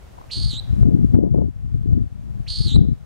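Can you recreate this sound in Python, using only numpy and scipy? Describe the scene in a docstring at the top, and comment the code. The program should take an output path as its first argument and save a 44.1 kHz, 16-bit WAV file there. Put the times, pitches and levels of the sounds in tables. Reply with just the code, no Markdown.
"""Outdoors under an open sky, a nighthawk gives two nasal, buzzy calls high overhead, faintly echoed.
Each call is one whistle swept and pulsed about 230 times a second; it dips, then clears as it rises.
Gusts, as bands of noise with single thumps, buffet the microphone over an even outdoor hiss.
The hardest gusts overload it, and the gain control ducks the whole sound."""
import sys
import numpy as np
from scipy import signal
from scipy.fft import rfft, irfft
from scipy.io import wavfile

SR = 44100
rng = np.random.default_rng(int(sys.argv[2]) if len(sys.argv) > 2 else 0)


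def put_to_file(sound):
    """Save the sound as 16-bit audio at rate SR, in the file named by the first command-line argument."""
    columns = np.atleast_2d(sound).T  # one column per channel
    safe = np.clip(columns, -1, 1)
    whole_steps = np.round(safe * 32767)
    wavfile.write(sys.argv[1], SR, whole_steps.astype(np.int16))


N = 134505


def amp(db):
    """Decibel law: twenty decibels are a factor of ten in amplitude."""
    return 10 ** (np.asarray(db) / 20)


def unit(x):
    """Normalisation to a root-mean-square of one."""
    return x / np.sqrt(np.mean(x ** 2) + 1e-20)


def add(mix, start_s, sound):
    """Superposition: sound pressures add from the start time onward."""
    part = mix[max(round(start_s * SR), 0):][:len(sound)]
    part += sound[:len(part)]


def colour(x, points):
    """Linear filtering: the spectrum is weighted by (Hz, dB) points joined along log frequency."""
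    point_hz, point_db = np.transpose(points)
    hz = np.fft.rfftfreq(N, 1 / SR)
    gain_db = np.interp(np.log(hz + 1), np.log(point_hz), point_db)
    return irfft(rfft(x) * amp(gain_db), N)


def wander(rate_hz):
    """Low-passed chance: noise of unit size whose spectrum fades smoothly around the given rate."""
    lowpass = np.exp(-(np.fft.rfftfreq(N, 1 / SR) / rate_hz) ** 2)
    return unit(irfft(rfft(rng.standard_normal(N)) * lowpass, N))


# Spectrum of the outdoor hiss, relative levels: frequency_hz [Hz], level_db [dB]
HISS_SPECTRUM = [(20, -40.5), (60, -26), (120, -36.5), (250, -52), (600, -50), (2200, -62), (4500, -67.5),
                 (8000, -71), (15500, -77.5)]
HISS_DB, HISS_SHARED = -42, 0.12  # level; share of the power common to both channels


def hiss():
    """Partial coherence: distant outdoor noise reaches the two channels nearly independently."""
    left, right, both = (unit(colour(rng.standard_normal(N), HISS_SPECTRUM)) for _ in range(3))
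    separate = np.sqrt(1 - HISS_SHARED) * np.array([left, right])
    return amp(HISS_DB) * (separate + np.sqrt(HISS_SHARED) * both)


# Course of the gusts, before the band levels: time_s [s], rumble_db [dB], low_mids_db [dB]
GUSTS = [(0.0, -71, -75), (0.23, -90, -60.5), (0.35, -50, -80), (0.37, -39, -49.5), (0.51, -35.5, -103),
         (0.53, -41, -58.5), (0.61, -46, -86), (0.72, -32.5, -61), (0.74, -39.5, -54), (0.83, -25.5, -46.5),
         (0.86, -25.5, -33.5), (1.05, -27, -40.5), (1.08, -25, -54), (1.13, -32.5, -42.5),
         (1.15, -22.5, -24.5), (1.27, -28.5, -27.5), (1.32, -23.5, -44.5), (1.35, -26.5, -25.5),
         (1.44, -25.5, -30.5), (1.49, -26, -48.5), (1.52, -44, -78), (1.67, -29.5, -59), (1.69, -36, -69),
         (1.76, -23, -44.5), (1.78, -31.5, -65), (1.93, -25.5, -36.5), (2.02, -22.5, -45.5),
         (2.08, -44.5, -71), (2.39, -34, -57), (2.44, -41, -78), (2.57, -38, -79), (2.61, -25, -44),
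         (2.63, -40.5, -66), (2.67, -23, -41.5), (2.7, -35, -65.5), (2.78, -17.5, -29),
         (2.85, -27.5, -35.5), (2.92, -21.5, -47), (2.96, -45.5, -69), (3.05, -47.5, -85)]
# Noise bands of the wind: centre_hz [Hz], level_db [dB],
# mids_share [share that follows the low mids], flutter_db [dB]
GUST_BANDS = [(34.7, 1, 0, 0), (61, 12.5, 0, 0.5), (106.3, 14.5, 0.025, 3.5), (182.5, 17.5, 0.48, 2.5),
              (297.2, 13.5, 0.84, 2), (559, 0, 1.05, 1.5), (880, -19, 1.94, 10)]
# Hardest buffets, as pushed on the left port: time_s [s], peak_db [dB], width_s [s]
THUMPS = [(0.833, 3.5, .0023), (.888, 4, 0.0012), (.95, 4, .0014), (1.047, 2, 0.0011), (1.149, 8.5, 0.002),
          (1.19, 10, 0.00081), (1.238, 8, 0.00073), (1.346, -0.5, 0.00056), (1.388, 5.5, 0.00076),
          (1.421, -3, 0.00055), (1.86, -4.5, 0.0011), (1.977, -0.5, 0.0012), (2.786, 6.5, 0.0026)]
BAND_WIDTH_OCTAVES, FLUTTER_HZ = 0.36, 94.6
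RIGHT_PORT_GAIN = -0.5  # the two ports are pushed in opposite directions


def wind():
    """Turbulent pressure: eddies at the ports make fluttering noise bands; the hardest land as thumps."""
    t, hz = np.arange(N) / SR, np.fft.rfftfreq(N, 1 / SR)
    time_s, rumble_db, mids_db = np.transpose(GUSTS)
    rumble_db = np.interp(t, time_s, rumble_db)
    mids_db = np.interp(t, time_s, mids_db)
    flutter = wander(FLUTTER_HZ)
    pressure = np.zeros(N)
    for centre_hz, level_db, mids_share, flutter_db in GUST_BANDS:
        octaves = np.log2((hz + 1) / centre_hz)
        band = np.exp(-.5 * (octaves / BAND_WIDTH_OCTAVES) ** 2)
        eddies = unit(irfft(rfft(rng.standard_normal(N)) * band, N))
        gust_db = rumble_db + mids_share * (mids_db - rumble_db)
        pressure += eddies * amp(level_db + gust_db + flutter_db * flutter)
    for time_s, peak_db, width_s in THUMPS:
        u = (t - time_s) / width_s
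        push = np.exp(-u ** 2 / 2)
        thump = amp(peak_db) * (1 - u ** 2) * push
        pressure = pressure * (1 - push) + thump  # the thump displaces the eddies
    return np.array([pressure, RIGHT_PORT_GAIN * pressure])


# Colour of the echoes, dulled by the long way round: frequency_hz [Hz], level_db [dB]
ECHO_SPECTRUM = [(2000, -11), (3400, 2), (4100, -10), (5000, -4), (8000, -32)]
ECHO_DB, ECHO_T60_S, ECHO_RISE_S = -10.5, 0.45, 0.019


def echoes(x):
    """Diffuse reverberation: convolution with decaying noise gives a dull, scattered tail."""
    t = np.arange(SR) / SR
    envelope = amp(-60 * t / ECHO_T60_S) * np.minimum(t / ECHO_RISE_S, 1)
    taps = rng.standard_normal((2, SR)) * envelope
    taps = taps / np.linalg.norm(taps[0])
    dull = colour(x, ECHO_SPECTRUM)
    return amp(ECHO_DB) * signal.fftconvolve(dull[None], taps, axes=1)[:, :N]


# Course of every call, before the factors of the single call: time_s [s from its start],
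# top_pitch_hz [Hz], downward_sweep_hz [Hz], level_db [dB], pulsing_depth_db [dB], buzz_rate [factor]
CALL_COURSE = [(0, 2400, 700, -32.5, 17, 0.79), (0.011, 3250, 1100, -18.5, 10, 1.02),
               (.019, 4620, 1750, -6, 23, 1.02), (.045, 4720, 1600, -2, 22, 1.0),
               (.195, 4803, 1540, -7.5, 24.5, .985), (.224, 4176, 1049, -4.5, 27.5, 0.92),
               (.252, 3950, 850, -5, 19, 1.05), (.274, 4050, 600, -7, 5.5, 1.16),
               (.294, 4240, 100, -7.5, 0, 1.0), (0.304, 4130, 59.5, -11, -11, 0.52)]
# Second and third harmonic: level_db [dB], depth_share [share of the pulsing depth]
HARMONICS = [(-18.5, 0.34), (-30.5, -0.16)]
SWEEP_SHAPE, PULSE_SHAPE = 1.35, 1.68  # higher is a narrower dip
SWEEP_LEAD = 0.092  # cycles by which the pitch peaks before the loudness
RELEASE_S = 0.0024
RATE_JITTER, PITCH_JITTER = 0.012, .018  # shares
PITCH_WOBBLE = .009  # share; the pitch wobbles with the buzz rate
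SHIMMER_DB, RASP_DB = 1.7, -26.5


def peent(level_db, pitch, buzz_hz, bright_db):
    """Frequency and amplitude modulation: pitch and loudness plunge once in every cycle of the buzz."""
    course = np.transpose(CALL_COURSE)
    t = np.arange(0, course[0, -1], 1 / SR)
    top_hz, sweep_hz, course_db, depth_db, rate = (np.interp(t, course[0], c) for c in course[1:])
    slip, waver, shimmer, rasp = (wander(hz)[:len(t)] for hz in (112, 1200, 170, 3060))
    rough = depth_db / depth_db.max()  # the voice clears as the pulsing stops

    cycle = np.cumsum(buzz_hz * rate * (1 + RATE_JITTER * slip)) / SR
    pitch_dip = abs(np.sin(np.pi * (cycle + SWEEP_LEAD))) ** (2 * SWEEP_SHAPE)
    shut = abs(np.sin(np.pi * cycle)) ** (2 * PULSE_SHAPE)

    unsteady = 1 + rough * (PITCH_JITTER * waver + PITCH_WOBBLE * slip)
    pitch_hz = pitch * (top_hz - sweep_hz * pitch_dip) * unsteady
    phase = 2 * np.pi * np.cumsum(pitch_hz) / SR
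    voice = amp(-depth_db * shut) * np.sin(phase)
    for k, (harmonic_db, depth_share) in enumerate(HARMONICS):
        pulsed = amp(bright_db + harmonic_db - depth_share * depth_db * shut)
        voice = voice + rough ** k * pulsed * np.sin((k + 2) * phase)  # the third follows the roughness

    release = np.minimum((t[-1] - t) / RELEASE_S, 1)
    loudness = amp(level_db + course_db + SHIMMER_DB * shimmer)
    return release * voice * loudness * (1 + amp(RASP_DB) * rough * rasp)


# The calls: start_s [s], level_db [dB], pitch [factor], buzz_hz [Hz, before the course], overtones_db [dB]
CALLS = [(.296, -20.5, 0.96, 231.2, 0.5), (2.463, -16, 0.96, 227.3, -0.5)]
# Colour given by the distance: frequency_hz [Hz], level_db [dB]
DISTANCE_SPECTRUM = [(1500, 9.5), (2500, 4.5), (3400, -4), (4400, 4), (5500, -2.5), (7000, -3),
                     (9000, -8.5), (10000, 7.5), (11200, -5.5), (13000, -14), (16000, -28)]
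# Left channel relative to the right, by the side of arrival: frequency_hz [Hz], level_db [dB]
SIDE_SPECTRUM = [(2000, -13), (3200, 2), (3900, -7), (4600, -7), (5500, 11.5), (6500, 3.5), (7700, 4.5),
                 (9000, 8.5), (9900, -13), (11500, 2)]


def nighthawk():
    """Propagation filtering: distance and side of arrival colour the calls, and echoes follow."""
    calls = np.zeros(N)
    for start_s, *call in CALLS:
        add(calls, start_s, peent(*call))
    calls = colour(calls, DISTANCE_SPECTRUM)
    direct = np.array([colour(calls, SIDE_SPECTRUM), calls])
    return direct + echoes(calls)


def scene():
    """Superposition of the hiss, the wind and the bird."""
    return hiss() + wind() + nighthawk()


LIMIT_DB, RECOVER_DB_PER_S, DUCK_S = -0.5, 5.5, 0.0005
EDGE_HZ = 15850


def record(dry):
    """Peak limiting: gain falls quickly and recovers slowly; the rest clips; then the band limit."""
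    level_db = 20 * np.log10(abs(dry).max(0) + 1e-9)  # the louder channel rules both
    over_db = np.maximum(level_db - LIMIT_DB, 0)
    recovered_db = np.arange(N) * RECOVER_DB_PER_S / SR
    held_db = np.maximum.accumulate(over_db + recovered_db) - recovered_db
    r = np.exp(-1 / (DUCK_S * SR))
    duck_db = signal.lfilter([1 - r], [1, -r], held_db)
    clipped = np.clip(dry * amp(-duck_db), -1, 1)
    lowpass = signal.firwin(511, EDGE_HZ, window=("kaiser", 9), fs=SR)
    return signal.oaconvolve(clipped, lowpass[None], "same")


dry = scene()
out = record(dry)
put_to_file(out)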